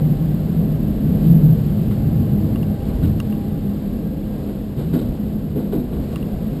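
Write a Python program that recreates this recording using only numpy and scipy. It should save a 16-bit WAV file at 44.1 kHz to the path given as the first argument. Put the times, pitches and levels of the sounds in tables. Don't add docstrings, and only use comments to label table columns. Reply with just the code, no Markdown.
import sys
import numpy as np
from scipy import signal
from scipy.fft import rfft, irfft, next_fast_len
from scipy.io import wavfile
from scipy.ndimage import uniform_filter1d

SR = 44100
rng = np.random.default_rng(int(sys.argv[2]) if len(sys.argv) > 2 else 0)


def wav_record(signal):
    frames = np.transpose(np.atleast_2d(signal))
    bounded = np.clip(frames, -1, 1)
    quanta = np.round(bounded * 32767).astype(np.int16)
    wavfile.write(sys.argv[1], SR, quanta)


def volts_from_decibels(level):
    exponent = np.asarray(level, float) / 20
    return 10 ** exponent


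N = 291060
SIZE = next_fast_len(N)
HZ = np.maximum(np.fft.rfftfreq(SIZE, 1 / SR), 1)

PATH_HZ = [50, 105, 450, 2000]
# f/Hz, level/dB per Hz
RUMBLE = [(12, -40.5), (20, -26), (63, -20.5), (129, -9), (206, 2.5), (287, -10.5), (582, -22.5),
          (640, -21), (933, -33), (1100, -35.5), (1240, -38.5), (2340, -49), (3840, -48), (4750, -49.5),
          (5600, -52), (7280, -59.5), (12300, -120)]
# f/Hz, width/Hz, level/dB
TRIM_MODES = [(48, 10, -0.5), (66, 3.6, 3.5), (97, 8.4, -1), (516, 18, 3.5), (628, 11, 1), (1094, 130, 2.5),
              (1584, 74, 2.5), (2830, 690, 2.5)]
# f/Hz, width/Hz, level/dB
AIR_MODES = [(135.5, 11, -9), (152.1, 8.9, -2.5), (169.9, 7, -1)]
# f/Hz, width/Hz, level/dB
PANEL_MODES = [(200.9, 18, -4.5), (216.7, 8.5, -12)]
# f/Hz, width/Hz, level/dB
GLASS_MODES = [(242.5, 21.4, 3.5), (273.6, 24, -6.5), (305.8, 25.3, -3.5)]
# t/s, f/Hz
SPEED = [(0, 126), (1.45, 126.5), (1.9, 116.9), (2.15, 101.5), (2.7, 98.8), (3.05, 91), (3.8, 90.7),
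         (4.5, 79.91), (6.6, 66)]
# t/s, level/dB re average
ROUGHNESS = [(0, 1.3), (.3, -0.4), (1.02, 0.4), (1.16, 1.5), (1.4, 0.6), (1.55, -0.5), (2.1, 0.9), (2.8, 0),
             (2.9, 2.7), (3.3, 0.3), (4.2, -1.4), (4.45, 0.5), (4.69, -1.5), (5.02, -0.5), (5.4, -1.4),
             (5.88, -1.2), (6.05, 1.5), (6.6, 1)]
# t/s, peak level/dB, 10 dB fall/s
LURCHES = [(.4, -31, 1.5), (.93, -26, -0.1), (1.22, -29, -0.8), (1.4, -28, -0.5), (1.8, -34, -1.5),
           (2.1, -29, -0.5), (2.5, -33, -1), (2.93, -21, 0.17), (3.08, -24, -0.1), (3.33, -30, 0),
           (3.6, -32, 0.1), (3.92, -26, .1), (4.2, -32, 0.2), (4.57, -32, .06), (4.93, -28, 0.05),
           (5.1, -21.5, -0.03), (5.3, -31, 0.3), (5.79, -29.5, 0.12), (5.98, -23.5, 0.08), (6.39, -28, .15)]
# t/s, peak level/dB, 10 dB fall/s
SHUDDERS = [(0.062, -32, 1.5), (0.271, -31, 0.3), (0.464, -34, 0.9), (0.572, -30.5, 0.133),
            (0.695, -31.0, -0.2), (0.948, -25.5, 0.1), (1.112, -27.5, 0.2), (1.423, -28.5, 0),
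            (1.555, -24.0, 0.075), (1.637, -28, 0.2), (1.764, -21.5, 0.15), (1.88, -22.5, 0.23),
            (2.079, -22, 0.27), (2.183, -20, 0.22), (2.361, -22.0, 0.23), (2.526, -24.5, 0.16),
            (2.637, -26.5, 0.27), (3.064, -20, 0.14), (3.266, -25.5, 0.14), (3.519, -25.5, 0.2),
            (3.663, -27, 0.13), (3.932, -31, 0), (4.027, -32.5, 0), (4.298, -31.0, 0.1), (4.575, -32, 0.15),
            (4.79, -30.5, 0.2), (4.919, -29.5, 0.2), (5.068, -24, 0.12), (5.327, -28, 0.15),
            (5.489, -30, 0.122), (5.769, -29.5, 0.05), (5.961, -29.0, 0.2), (6.125, -32, 0.15),
            (6.282, -33.0, 0.127), (6.371, -32.0, 0.3), (6.494, -38, 0.3)]
# t/s, peak level/dB, 10 dB fall/s
ROARS = [(.12, -40, 0.2), (.42, -38, 0.8), (.62, -33.5, 0.15), (.92, -38, .06), (1.16, -34, 0.28),
         (1.38, -31.5, 0.12), (1.49, -43.5, 0.15), (1.57, -35.5, 0.4), (1.79, -34, -0.1), (2.22, -37, -0.6),
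         (2.45, -36, 0.65), (2.72, -41, -0.2), (2.95, -37.5, 0.15), (3.3, -40, 0.2), (3.52, -36, .06),
         (3.9, -38, 1), (4.25, -38.5, 0.55), (4.47, -40, 0.14), (4.8, -31.5, 0.03), (5.03, -34, 0.13),
         (5.3, -36, 0.34), (5.79, -35.5, 0.35), (6.01, -44, 0.2), (6.16, -39.5, 0.5), (6.3, -36, -0.1),
         (6.42, -42, 0.6), (6.53, -35, .08)]
# t/s, peak level/dB, 10 dB fall/s
RIPPLES = [
    (1.56, -27, -0.1),
    (1.88, -21, 0.17),
    (2.17, -23.5, 0.26),
    (2.7, -25, -0.2),
    (3.08, -18, 0.1),
    (3.3, -33.5, 0.7),
]
# t/s, peak level/dB, 10 dB fall/s, f/Hz
BOOMS = [(0.04, -13.5, 0.05, 157), (0.11, -14.5, 0.074, 151), (0.212, -14.5, 0.04, 158),
         (0.32, -17.5, 0.1, 155), (0.504, -24, 0, 156), (0.585, -17, 0.15, 156), (0.754, -19, 0.093, 157),
         (0.985, -22, 0.05, 149), (1.104, -12.5, 0.061, 157), (1.317, -4.5, 0.078, 155),
         (1.448, -9.0, 0.058, 155), (1.503, -9.5, 0.061, 154), (1.666, -18.5, 0.04, 150),
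         (1.725, -19.5, 0.087, 150), (1.818, -14, 0.02, 157), (1.961, -24, 0.061, 149),
         (2.077, -19, 0.06, 151), (2.131, -18.5, 0.075, 154), (2.333, -17.5, 0.063, 148),
         (2.436, -21, 0.065, 151), (2.514, -23.5, 0.04, 161), (2.632, -22, 0.114, 161),
         (2.832, -25, 0.03, 161), (2.893, -20, 0.04, 156), (3.038, -16, 0.04, 154),
         (3.158, -20.5, 0.06, 152), (3.354, -23.5, 0.05, 155), (3.539, -23.5, 0.08, 146),
         (3.785, -26.5, 0.02, 149), (3.897, -27.5, 0.04, 162), (3.968, -29, 0.145, 158),
         (4.093, -25.5, 0.145, 156), (4.414, -27.5, 0.03, 156), (4.785, -23.0, 0.054, 142),
         (4.865, -24, 0.078, 161), (4.95, -18.5, 0.061, 154), (5.235, -26, 0.04, 159),
         (5.322, -29.0, 0.061, 151), (5.457, -25, 0.05, 154), (5.561, -24.5, 0.064, 150),
         (5.645, -28, 0.061, 158), (5.747, -21.0, 0.054, 165), (5.951, -26.5, 0.049, 155),
         (6.027, -26.5, 0.071, 158), (6.132, -27, 0.04, 161), (6.197, -28.5, 0.079, 163),
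         (6.26, -26.5, 0.15, 158), (6.43, -25.5, 0.061, 164), (6.535, -25.5, 0.075, 166)]
# t/s, peak level/dB, 10 dB fall/s, f/Hz
DRONES = [(0.111, -24, 0.2, 206), (0.31, -23.5, 0.103, 201.8), (0.519, -20, 0.06, 210.3),
          (0.63, -18.5, 0.05, 205), (0.875, -19.5, 0.13, 210.1), (1.094, -19.5, 0.13, 206.8),
          (1.243, -19.5, 0.12, 207.1), (1.342, -17.5, 0.16, 203), (1.548, -25.5, 0.14, 204.6),
          (1.662, -25.5, 0.04, 203), (1.754, -22.5, 0.07, 211), (1.911, -21.5, 0.085, 213.1),
          (2.029, -24.0, 0.15, 210), (2.238, -19.5, 0.03, 202), (2.348, -18.5, 0.136, 202),
          (2.578, -20.5, 0.136, 210.3), (2.702, -24, 0.107, 205), (2.891, -21.5, -0.05, 206),
          (3.095, -21, 0.13, 208), (3.299, -21, 0.113, 213.9), (3.496, -21.5, 0.06, 211),
          (3.673, -21.5, 0.105, 204), (3.87, -19, 0.1, 204.9), (3.984, -28, 0, 214),
          (4.074, -23.0, 0.06, 200), (4.267, -23, 0.074, 203), (4.495, -29.5, 0.14, 206),
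          (4.562, -29, 0.129, 212), (4.706, -29.5, 0, 209.9), (4.895, -24.5, 0.05, 206),
          (5.012, -28.5, 0.088, 208), (5.198, -26, 0.114, 204), (5.277, -26, 0.092, 206.2),
          (5.357, -23.0, 0.1, 206), (5.705, -16, 0.097, 205), (5.994, -24.5, 0, 209.1),
          (6.241, -26, 0.06, 202.8), (6.333, -26, 0.04, 207), (6.477, -25, 0.05, 204.7)]
# t/s, peak level/dB, 10 dB fall/s
BUZZES = [(0.081, -26, 0.13), (0.154, -33, 0.4), (0.336, -27.5, 0.081), (0.439, -26.5, 0),
          (0.507, -27.5, 0.1), (0.681, -24.5, 0.04), (0.805, -23.5, 0.07), (0.896, -26.5, 0.08),
          (1.059, -23.0, 0.17), (1.248, -24.5, 0.07), (1.328, -23, 0.134), (1.419, -27, 0.072),
          (1.47, -27, 0.15), (1.642, -31.5, 0), (1.781, -27.5, 0), (1.882, -27, 0.04), (2.004, -28.5, 0.2),
          (2.093, -34, 0.084), (2.207, -22, 0.06), (2.443, -25, 0.15), (2.532, -27, 0.1),
          (2.611, -32, 0.04), (2.719, -27.5, 0.061), (2.912, -25.0, 0.07), (3.05, -20, 0.043),
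          (3.146, -30.0, 0.1), (3.193, -30, 0.1), (3.385, -26.5, 0.09), (3.584, -26.0, 0.057),
          (3.741, -29.5, 0.14), (3.951, -26, 0.104), (4.134, -28.0, 0.05), (4.251, -32.5, 0.2),
          (4.375, -29.5, 0), (4.451, -31, 0.15), (4.592, -33.0, 0.15), (4.798, -27.5, 0.06),
          (4.975, -19.5, 0.08), (5.094, -29.5, 0.066), (5.228, -30.5, 0.15), (5.351, -32.0, 0.06),
          (5.434, -29, -0.04), (5.586, -23.5, 0.064), (5.773, -21.5, 0.1), (6.006, -25, 0.05),
          (6.206, -29.5, 0.1), (6.379, -32, 0), (6.443, -31, 0), (6.536, -29.5, 0.118)]
# t/s, thud level/dB, rattle level/dB re thud, t60/s, bright rattle level/dB re rattle
JOINTS = [(1.10, -41, -23, 0.14, 1), (1.18, -42.5, -13, 0.7, 5), (1.908, -35, -3.5, 0.099, -5),
          (2.85, -43, -14, 0.38, 0), (3.026, -31.5, -12.5, 0.22, 0), (3.045, -42, -10, 0.12, 2.5),
          (4.488, -24, -18, 0.077, -10), (4.772, -27, -21, 0.42, 1), (4.928, -22, -20.5, 0.37, 2.5),
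          (5.556, -20.5, -28.5, 0.38, 1), (5.72, -19, -28, 0.44, 0), (5.921, -29, -19.5, 0.32, -6.5),
          (6.126, -28.5, -20, 0.16, 1)]
# f/Hz, level/dB per Hz
THUD = [(59, -34), (100, -19), (146, -13), (265, -0.5), (408, -3), (523, -11), (579, -17.5), (658, -16.5),
        (900, -28.5), (1170, -58.5), (1980, -120)]
# f/Hz, level/dB per Hz
RATTLE = [(700, -6), (900, -2), (1500, -10), (2200, -11.5), (4500, -13.5), (6000, -19.5)]
# f/Hz, width/Hz, level/dB
RATTLE_MODES = [(1120, 61, 10), (1460, 140, 11.5), (1990, 77, 4.5), (3060, 240, 5.5), (3800, 490, 7.5)]
# t/s, peak level/dB, low mode level/dB re peak, crack level/dB re peak
TICKS = [
    (2.5578, -35.5, -6, -13),
    (2.6290, -36, -14, -17),
    (3.2008, -28.5, -13, -9),
    (3.3248, -38, -5.5, -14),
    (6.1260, -54, 0, 3),
    (6.1588, -31.5, -6, -11),
    (6.2262, -38, -13, -21.5),
]
# f/Hz, level/dB, t60/s
FITTING = [(2790, 6.5, 0.016), (3290, -6, 0.017), (1980, -11, 0.03)]
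# f/Hz, level/dB, t60/s
FITTING_LOW = [(1120, 2, .06), (1196, 0, 0.035)]
# f/Hz, level/dB, t60/s
CRACK = [(1600, -1, 0.006), (3750, -7, 0.0032), (4800, -4, 0.004), (5600, 2, 0.0048)]
# t/s, peak level/dB, 10 dB fall/s
MESHES = [(.08, -49, 0.3), (.28, -51, 0.2), (.42, -52.5, 0.5), (.85, -55, 0.5), (2.14, -45.5, 0.4),
          (2.35, -50, .1), (2.58, -49, .1), (2.72, -45.5, 0.2), (2.85, -45.5, 0.2), (3.05, -53, 0),
          (3.3, -46, .12), (3.42, -45, 0.35), (3.62, -48.5, .1), (3.71, -55, .07), (4.02, -51, 0.1),
          (4.33, -57.5, 0.7)]
# t/s, peak level/dB, 10 dB fall/s
OVERTONES = [
    (3.25, -69, .2),
    (3.93, -61, .1),
    (4.06, -56, .1),
    (4.33, -61, .1),
]
# f/Hz, level/dB re the 12 kHz image
TOP_LIMITS = [(12400, -24), (12800, -18.5), (14380, -18.3), (14420, -24.5), (15330, -24.5), (15350, 20)]

# level/dB at full speed, loss/dB per halving of speed, share of rail roughness
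SWAY, FLOOR, WALL, WINDOW = (-33, 1.2, .4), (-29, 8.8, .4), (-35.5, 1.6, 0.87), (-47, 2.506, 0.86)
BOOM_BED, PANEL_BED, GLASS_BED = (-30, 10.0, 0.44), (-30, 2.9, 0.58), (-33.5, 3.004, 0.46)
RIPPLE_BED, MESH_BED = (-36.5, 4.0, .1), (-60.5, 2.6, .1)
SILENT_BED = (-90, 0, 0)
FULL_SPEED_HZ = 128
RISE_SHARE = 0.7
BOOM_RAGGED_DB, DRONE_RAGGED_DB = -5.5, -8
BRIGHT_HZ, BRIGHT_LINGER = 2700, 1.47
BUILD_T60_S, CHATTER_S = 0.0055, 0.0027
MESH_HZ, MESH_RISE_HZ_PER_S, OVERTONE_DB = 785, 5.5, -13.5
HOLD = 4


def rolling():
    body = colour(RUMBLE) / (1 + (30 / HZ) ** 4) * bumps(TRIM_MODES)
    notch = 1 - 0.77 * np.exp(-((HZ - 228) / 98) ** 6)
    levels = [layer(SWAY, LURCHES), layer(FLOOR, SHUDDERS), layer(WALL, ROARS), layer(WINDOW)]
    out = 0
    for k, level in enumerate(levels):
        share = np.interp(np.log(HZ), np.log(PATH_HZ), np.eye(len(PATH_HZ))[k])
        path = steadied(coloured(body * notch * share ** 1.36), span_s=0.095, share=1.0)
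        flicker = volts_from_decibels(0.5 * drift(13))
        out = out + level * flicker * path
    return out


def corrugation():
    hz, = in_time(SPEED)
    phase = 2 * np.pi * np.cumsum(hz + 2.37 * drift(12)) / SR
    return np.sqrt(2) * layer(RIPPLE_BED, RIPPLES) * volts_from_decibels(2.0 * drift(9.6)) * np.sin(phase)


def cabin():
    booms = [(s, db + BOOM_RAGGED_DB, fall_s) for s, db, fall_s, _ in BOOMS]
    drones = [(s, db + DRONE_RAGGED_DB, fall_s) for s, db, fall_s, _ in DRONES]
    parts = [(AIR_MODES, layer(BOOM_BED, booms)),
             (PANEL_MODES, layer(PANEL_BED, drones)),
             (GLASS_MODES, layer(GLASS_BED, BUZZES))]
    out = 0
    for modes, level in parts:
        gain = sum(volts_from_decibels(db) / (1 + (2 * (HZ - hz) / width) ** 2) for hz, width, db in modes)
        out = out + level * steadied(coloured(gain), span_s=0.044, share=0.95)
    return out


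def singing(swells, wander_hz):
    hz = in_time(swells)[-1] + wander_hz * drift(25)
    level = layer(SILENT_BED, [(s, db - 1.5, max(fall_s, .02)) for s, db, fall_s, _ in swells])
    return np.sqrt(2) * level * np.sin(2 * np.pi * np.cumsum(hz) / SR)


def joints():
    thud, dull, bright = np.zeros((3, N))
    for s, thud_db, rattle_db, t60, bright_db in JOINTS:
        at = int(s * SR)
        age = np.arange(min(N - at, SR)) / SR
        dying = volts_from_decibels(thud_db - 60 * age / t60)
        thud[at:at + SR] += volts_from_decibels(2.0) * dying * (1 - np.exp(-age / 0.0074))
        rattle = volts_from_decibels(rattle_db + 5.5) * dying * (1 - np.exp(-age / 0.0083))
        dull[at:at + SR] += rattle
        linger_db = 60 * age / t60 * (1 - 1 / BRIGHT_LINGER)
        bright[at:at + SR] += volts_from_decibels(bright_db - 2.5 + linger_db) * rattle
    trim = rms_one(coloured(colour(RATTLE) * bumps(RATTLE_MODES)))
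    highpass = signal.butter(2, BRIGHT_HZ, "high", fs=SR, output="sos")
    top = signal.sosfiltfilt(highpass, trim)
    grit = volts_from_decibels(1.5 * drift(200))
    floor = steadied(coloured(colour(THUD)), span_s=0.011, share=0.93)
    return thud * floor + grit * (dull * (trim - top) + bright * top)


def ticks():
    s, peak_db, low_db, crack_db = np.transpose(TICKS)
    at = np.round(s * SR).astype(int)
    out = np.zeros(N)
    for modes, level_db in [(FITTING, peak_db), (FITTING_LOW, peak_db + low_db)]:
        clicks = np.zeros(N)
        clicks[at] = volts_from_decibels(level_db + 3.0)
        for hz, db, t60 in modes:
            out += volts_from_decibels(db) * (ring(clicks, hz, t60) - ring(clicks, hz, BUILD_T60_S))
    clicks = np.zeros(N)
    clicks[at] = volts_from_decibels(peak_db + crack_db - 6)
    contact = signal.lfilter([1], [1, -np.exp(-1 / (CHATTER_S * SR))], clicks + 1e-18)
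    chatter = contact * rng.standard_normal(N)
    return out + sum(volts_from_decibels(db) * ring(chatter, hz, t60) for hz, db, t60 in CRACK)


def whine():
    hz = MESH_HZ + MESH_RISE_HZ_PER_S * np.arange(N) / SR
    phase = 2 * np.pi * np.cumsum(hz + 4 * drift(60) + 2.5 * drift(6)) / SR
    flutter = volts_from_decibels(2 * drift(45))
    second = volts_from_decibels(OVERTONE_DB) * layer(MESH_BED) + layer(SILENT_BED, OVERTONES)
    return flutter * (layer(MESH_BED, MESHES) * np.sin(phase) + second * np.sin(2 * phase))


def layer(bed, swells=()):
    full_db, loss_db, share = bed
    t = np.arange(0, N + 64, 64) / SR
    speed_hz = np.interp(t, *np.transpose(SPEED))
    rough_db = np.interp(t, *np.transpose(ROUGHNESS))
    power = volts_from_decibels(full_db + loss_db * np.log2(speed_hz / FULL_SPEED_HZ) + share * rough_db) ** 2
    for s, peak_db, fall_s in swells:
        age = (t - s) / (fall_s + 1e-6)
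        power = power + volts_from_decibels(peak_db - 10 * np.where(age < 0, -age / RISE_SHARE, age)) ** 2
    return np.interp(np.arange(N) / SR, t, np.sqrt(power))


def rms_one(x):
    return x / np.sqrt(np.mean(x ** 2) + 1e-20)


def in_time(rows):
    s, *columns = np.transpose(rows)
    return [np.interp(np.arange(N) / SR, s, c) for c in columns]


def coloured(gain):
    return irfft(rfft(rng.standard_normal(SIZE)) * gain, SIZE)[:N]


def colour(points):
    hz, db = np.transpose(points)
    return volts_from_decibels(np.interp(np.log(HZ), np.log(hz), db, left=-70, right=-90))


def bumps(modes):
    return volts_from_decibels(sum(db / (1 + (2 * (HZ - hz) / width) ** 2) for hz, width, db in modes))


def drift(rate):
    slow = uniform_filter1d(rng.standard_normal(int(N / SR * rate) + 4), size=2)
    return np.interp(np.arange(N) / SR * rate, np.arange(len(slow)), rms_one(slow))


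def steadied(x, span_s, share):
    span = int(span_s * SR)
    power = uniform_filter1d(uniform_filter1d(x ** 2, span), span)
    return rms_one(x / (power + 1e-9) ** (np.clip(share, 0, 1) / 2))


def ring(clicks, hz, t60):
    r = volts_from_decibels(-60 / (t60 * SR))
    w = 2 * np.pi * hz / SR
    return signal.lfilter([0, np.sin(w)], [1, -2 * r * np.cos(w), r * r], clicks + 1e-18)


def scene():
    rail = rolling() + corrugation()
    body = cabin() + singing(BOOMS, wander_hz=8.0) + singing(DRONES, wander_hz=4.01)
    return (rail + body + joints() + ticks() + whine())[None]


def top_gated(x):
    hz, _, cells = signal.stft(x, SR, nperseg=2048, noverlap=1024)
    power = np.abs(cells) ** 2
    image = power[(hz > 11500) & (hz < 12500)].mean(axis=0)
    image = uniform_filter1d(image, size=3)
    margin = volts_from_decibels(2 * np.interp(hz, *np.transpose(TOP_LIMITS), left=-200))
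    patches = uniform_filter1d(power, size=14, axis=0)
    kept = cells * (patches > margin[:, None] * image)
    return signal.istft(kept, SR, nperseg=2048, noverlap=1024)[1][:N]


def band_limit(x):
    return signal.sosfilt(signal.butter(12, 15470, fs=SR, output="sos"), x)


def record(dry):
    x = dry / (1 + np.abs(dry / 1.02) ** 12) ** (1 / 12)
    x = signal.sosfilt(signal.butter(8, 5300, fs=SR, output="sos"), x)
    x = signal.resample_poly(x, 40, 147, axis=1, padtype="edge")
    held = np.repeat(x, HOLD, axis=1)
    x = signal.resample_poly(held, 147, 160, axis=1, padtype="edge")[:, :N]
    mix = top_gated(x[0])[None]
    return band_limit(mix)


dry = scene()
out = record(dry)
wav_record(out)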